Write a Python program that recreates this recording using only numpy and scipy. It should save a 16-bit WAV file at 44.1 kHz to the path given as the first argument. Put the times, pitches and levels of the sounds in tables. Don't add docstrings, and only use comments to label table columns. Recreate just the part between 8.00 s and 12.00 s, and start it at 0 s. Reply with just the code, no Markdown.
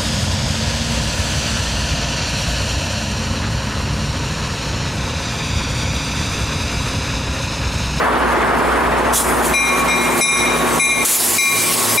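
import sys
import numpy as np
from scipy import signal
from scipy.io import wavfile
from scipy.ndimage import uniform_filter1d

SR = 44100
rng = np.random.default_rng(int(sys.argv[2]) if len(sys.argv) > 2 else 0)


def waveform_to_disk(signal):
    frames = np.transpose(np.atleast_2d(signal))
    scaled = np.clip(frames, -1, 1) * 32767
    samples = np.round(scaled).astype(np.int16)
    wavfile.write(sys.argv[1], SR, samples)


N = 176400
T = np.arange(N) / SR


def amp(db):
    return 10 ** (np.asarray(db) / 20)


def unit(x):
    return x / np.sqrt(np.mean(abs(x) ** 2) + 1e-20)


def at_hz(points, hz):
    freq_hz, value = np.transpose(points)
    return np.interp(np.log(hz + 1), np.log(freq_hz + 1), value)


def level(points):
    return amp(np.interp(T, *np.transpose(points)))


def ports(left_db, phase_rad=0):
    half = amp(left_db / 2) * np.exp(.5j * phase_rad)
    return np.array([half, 1 / half])[:, None]


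def wander(width_hz, size=4096):
    hz = np.fft.fftfreq(size, N / SR / size)
    drift = unit(np.fft.ifft(np.exp(2j * np.pi * rng.random(size) - (hz / width_hz) ** 2)))
    return np.interp(T, np.linspace(0, N / SR, size), drift)


def noise(spectrum, coherence, patchy_db, flicker_db, balance=((1, 0),), phase=((1, 0),), size=1024):
    hz, frames = np.fft.rfftfreq(size, 1 / SR), 4 * N // size + 5
    a, b, c, d, patches = rng.standard_normal((5, frames, len(hz)))
    patches = unit(uniform_filter1d(uniform_filter1d(patches, size=10, axis=0), size=16, axis=1))
    flicker = unit(uniform_filter1d(rng.standard_normal((frames, 1)), size=4, axis=0))
    alike = np.clip(at_hz(coherence, hz), -1, 1)
    left = a + 1j * b
    right = alike * left + np.sqrt(1 - alike ** 2) * (c + 1j * d)
    gain = amp(at_hz(spectrum, hz) + patchy_db * patches + flicker_db * flicker)
    bins = np.array([left, right]) * gain * ports(at_hz(balance, hz), at_hz(phase, hz))
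    _, sound = signal.istft(bins.transpose(0, 2, 1), nperseg=size, noverlap=size - size // 4)
    return unit(sound[:, :N])


# freq_hz, relative_db
FAR_SPECTRUM = [(47, -40), (80, -13), (107, -15), (146, -12), (186, -15), (232, -6.5), (309, -9.5),
                (360, -4.5), (588, -7.5), (1020, -4.5), (1860, -12.5), (3300, -26), (5900, -37.5),
                (10300, -46.5), (13000, -60), (16000, -60)]
NEAR_SPECTRUM = [(25, -75), (70, -32), (120, -9), (220, -5), (370, 0), (550, -4), (1000, -3.5), (1500, -10),
                 (2200, -10), (3500, -19), (8000, -30.5), (16000, -63.5)]
# time_s, level_db
FAR_LEVEL = [(0, -8.5), (1.1, -13.5), (2, -19.5), (2.999, -25), (4, -36)]
NEAR_LEVEL = [(0, -20.5), (1.1, -23), (2, -22), (3, -18.5), (4, -16.5)]
# freq_hz, coherence
ROAR_COHERENCE = [(60, 1.3), (150, 0.06), (380, 0.6), (950, 0.8), (2380, 0.77), (6000, 0.53), (15000, 1.4)]
# freq_hz, level_db
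ROAR_BALANCE = [(60, 1.5), (180, 0.58), (550, -1.1), (1650, 0.13), (4970, 0.42), (15000, -0.79)]
# freq_hz, phase_rad
ROAR_PHASE = [(0, 1), (430, -0.89), (2070, -0.52), (4310, -0.14), (6120, 1), (6720, 0.99), (15800, -0.27)]


def roar():
    far, near = (
        noise(spectrum, ROAR_COHERENCE, patchy_db=1.0, flicker_db=1.12,
              balance=ROAR_BALANCE, phase=ROAR_PHASE)
        for spectrum in (FAR_SPECTRUM, NEAR_SPECTRUM))
    return far * level(FAR_LEVEL) + near * level(NEAR_LEVEL)


# pitch_hz, start_db, end_db, unsteady_share, width_hz
ENGINE_TONES = [(60.6, -24.5, -38.5, .35, 9.8), (108.5, -70, -30, 0.73, 4.5), (142.9, -38, -49, 0.53, 10),
                (165.5, -36.5, -33.5, 0.62, 8), (240.2, -26.5, -28.5, 0.11, 6.8),
                (278, -33, -40.5, 0.86, 7.8), (357, -37, -26.5, 0.54, 12)]
# time_s, extra_db
BOOM_LEVEL = [(0, 0.5), (1.5, 2), (2.1, -5.5), (2.9, 0.5), (3.3, -6), (4, -8)]


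def engine():
    out = np.zeros((2, N))
    for k, (hz, start_db, end_db, unsteady, width_hz) in enumerate(ENGINE_TONES):
        waver = np.sqrt(1 - unsteady ** 2) + unsteady * wander(width_hz)
        tone = np.sqrt(2) * waver * np.exp(2j * np.pi * (hz * T + rng.random()))
        gain = amp(np.linspace(start_db, end_db, N)) * (level(BOOM_LEVEL) if k == 0 else 1)
        out += (ports(at_hz(ROAR_BALANCE, hz), at_hz(ROAR_PHASE, hz)) * gain * tone).real
    return out


# freq_hz, relative_db
LEAK_SPECTRUM = [(300, -7), (1500, -36), (3300, -4.5), (4600, -6.5), (6500, -1.5), (8000, 0.5),
                 (10300, 1.5), (12000, -3.5), (13500, -7.5), (16000, -16)]
JET_SPECTRUM = [(200, -32), (1200, -12), (3500, -11.5), (5600, -8.5), (7200, -0.5), (8800, -3),
                (10800, 1.5), (12000, -1), (13500, -8), (16000, -11)]
RUSH_SPECTRUM = [(200, -22), (1500, -7.5), (3200, -4.5), (5000, -1.5), (6500, -4), (7900, 1.5),
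                 (9200, -2.5), (10800, 2.5), (12200, -2), (13500, -20), (16000, -1.5)]
# time_s, level_db
LEAK_LEVEL = [(1.12, -35), (1.135, -14), (1.16, -7), (1.21, -13), (1.26, -22.5), (1.41, -27),
              (1.475, -20.5), (1.53, -28.5), (1.75, -28.5), (1.79, -23), (1.84, -31), (2.02, -30),
              (2.15, -26), (2.4, -28), (2.6, -31.5), (2.73, -24.5), (3, -22.5), (4, -18)]
# freq_hz, coherence
AIR_COHERENCE = [(300, 1), (3000, 0.95), (8000, 0.94), (11500, 1)]


def compressed_air(blast_s=3.045, rise_s=0.0074):
    leak, jet, rush = (noise(spectrum, AIR_COHERENCE, patchy_db=2.3, flicker_db=1.76)
                       for spectrum in (LEAK_SPECTRUM, JET_SPECTRUM, RUSH_SPECTRUM))
    jet_db, jet_fall_db_s, rush_db, rush_fall_db_s = 1.5, 53, -7, 4.5
    t = np.maximum(T - blast_s, 0)
    blast = jet * amp(jet_db - jet_fall_db_s * t) + rush * amp(rush_db - rush_fall_db_s * t)
    return leak * level(LEAK_LEVEL) + np.minimum(t / rise_s, 1) * blast


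# start_s, level_db, hum_extra_db, second_extra_db, treble_extra_db, top_extra_db, t60_ratio
STROKES = [(1.536, -6.5, 0, -2, -2.5, 5, 0.97), (1.88, -14, -27, -4, -3, -12, 1.1),
           (2.207, -5.5, -1, 0, 1, 1.5, 1.04), (2.794, -4, -1.5, -1.5, 0, 0.5, 0.97),
           (3.380, -1, -5.5, 3.5, 4, 8, 0.75), (3.974, 6, -7, -17, -3, -3, .95)]


def clapper(level_db=-16, decay_s=0.0055):
    envelope = sum(amp(db) * (T >= s) * np.exp(-abs(T - s) / decay_s) for s, db, *_ in STROKES)
    band = signal.butter(2, [2000, 10000], "band", fs=SR, output="sos")
    return amp(level_db) * envelope * unit(signal.sosfilt(band, rng.standard_normal(N)))


def mode_envelopes(mode, hz, mode_db, t60_s, spread_db):
    attack_s, bloom_share, bloom_s = 0.0055, 0.1, 0.023
    haze_rise_s, haze_t60_ratio = 0.023, 1.19
    treble_hz, top_hz = 3000, 9000
    ring_power, haze_power = np.zeros((2, N))
    for stroke, chance_db in zip(STROKES, spread_db):
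        start_s, db, hum_db, second_db, treble_db, top_db, t60_ratio = stroke
        low_db = hum_db * (mode == 0) + second_db * (mode == 1)
        extra_db = top_db if hz > top_hz else treble_db if hz > treble_hz else low_db
        gain = amp(db + mode_db + extra_db + chance_db)
        start = round(start_s * SR)
        t = T[:N - start]
        decay_db = -60 * t / (t60_s * t60_ratio)
        bloom = 1 - bloom_share * np.exp(-t / bloom_s)
        ring_power[start:] += (gain * np.minimum(t / attack_s, 1) * bloom * amp(decay_db)) ** 2
        haze_power[start:] += (gain * np.minimum(t / haze_rise_s, 1) * amp(decay_db / haze_t60_ratio)) ** 2
    return np.sqrt(ring_power), np.sqrt(haze_power)


def doppler_time(offset_m, speed_m_s=10, pass_s=4.6):
    ahead_m = speed_m_s * (pass_s - T)
    mach = speed_m_s / 343
    return np.cumsum(1 + mach * ahead_m / np.hypot(ahead_m, offset_m)) / (1 + mach) / SR


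# pitch_hz, level_db, t60_s
MODE_HZ = [1114, 2152, 2398.5, 3760, 3953, 5247, 5819, 6152, 6322, 7901, 9468, 9885, 10069, 10420, 11085,
           12362, 13680, 14680]
MODE_DB = [-12.5, -2.5, -1.4, -17, -4.5, -16, -13.5, -15.5, -18, -4.5, -18, -18, -8.5, -17, -23, -20, -35,
           -29]
MODE_T60_S = [4.94, 0.93, 0.88, 1.23, 0.83, .42, 0.78, 0.61, 1.1, 0.56, 0.56, .4, 0.54, .42, 0.4, 0.27,
              0.32, 0.31]
# offset_m, delay_s, level_db
WALL_ECHOES = [(15, 0.039, -10.5), (27.14, 0.184, -19)]


def bell(bounce_db=-9, bounce_hz=11, scatter_db=-9, scatter_width_ratio=0.013, scatter_flat_ratio=0.004):
    out, direct_s = np.zeros((2, N)), doppler_time(offset_m=7)
    walls = [(doppler_time(offset_m), delay_s, amp(db)) for offset_m, delay_s, db in WALL_ECHOES]
    spread_db = 3.87 * rng.standard_normal((len(STROKES), len(MODE_HZ)))
    for mode, (hz, mode_db, t60_s) in enumerate(zip(MODE_HZ, MODE_DB, MODE_T60_S)):
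        ring, haze = mode_envelopes(mode, hz, mode_db, t60_s, spread_db[:, mode])
        turn = 2j * np.pi * hz
        shimmer = 1 + amp(bounce_db) * wander(bounce_hz * np.sqrt(hz / MODE_HZ[0]))
        out += (ports(left_db=4) * ring * shimmer * np.exp(turn * direct_s)).imag
        for clock_s, delay_s, gain in walls:
            echo = np.interp(T - delay_s, T, ring) * np.exp(turn * clock_s + 2j * np.pi * rng.random())
            out += (ports(left_db=-6, phase_rad=1.0) * gain * echo).real
        mid, side = wander(hz * scatter_width_ratio), 0.4 * wander(hz * scatter_width_ratio)
        scatter = np.array([mid + side, mid - side]) * np.exp(turn * direct_s * (1 - scatter_flat_ratio))
        out += amp(scatter_db) * haze * scatter.real
    return out


def scene():
    return bell() + clapper() + engine() + roar() + compressed_air()


def record(dry, limit_db=-15.0, recover_db_s=70, squeeze=0.96, cutoff_hz=15780):
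    power_db = 10 * np.log10(abs(uniform_filter1d((dry ** 2).mean(0), size=500)) + 1e-12)
    recovery_db = T * recover_db_s
    peak_db = np.maximum.accumulate(power_db + recovery_db) - recovery_db
    over_db = np.maximum(peak_db - limit_db, 0)
    held = dry / amp(squeeze * uniform_filter1d(over_db, size=100))
    lowpass = signal.firwin(511, cutoff_hz, window=("kaiser", 9), fs=SR)
    return signal.oaconvolve(held, lowpass[None], "same")


dry = scene()
out = record(dry)
waveform_to_disk(out)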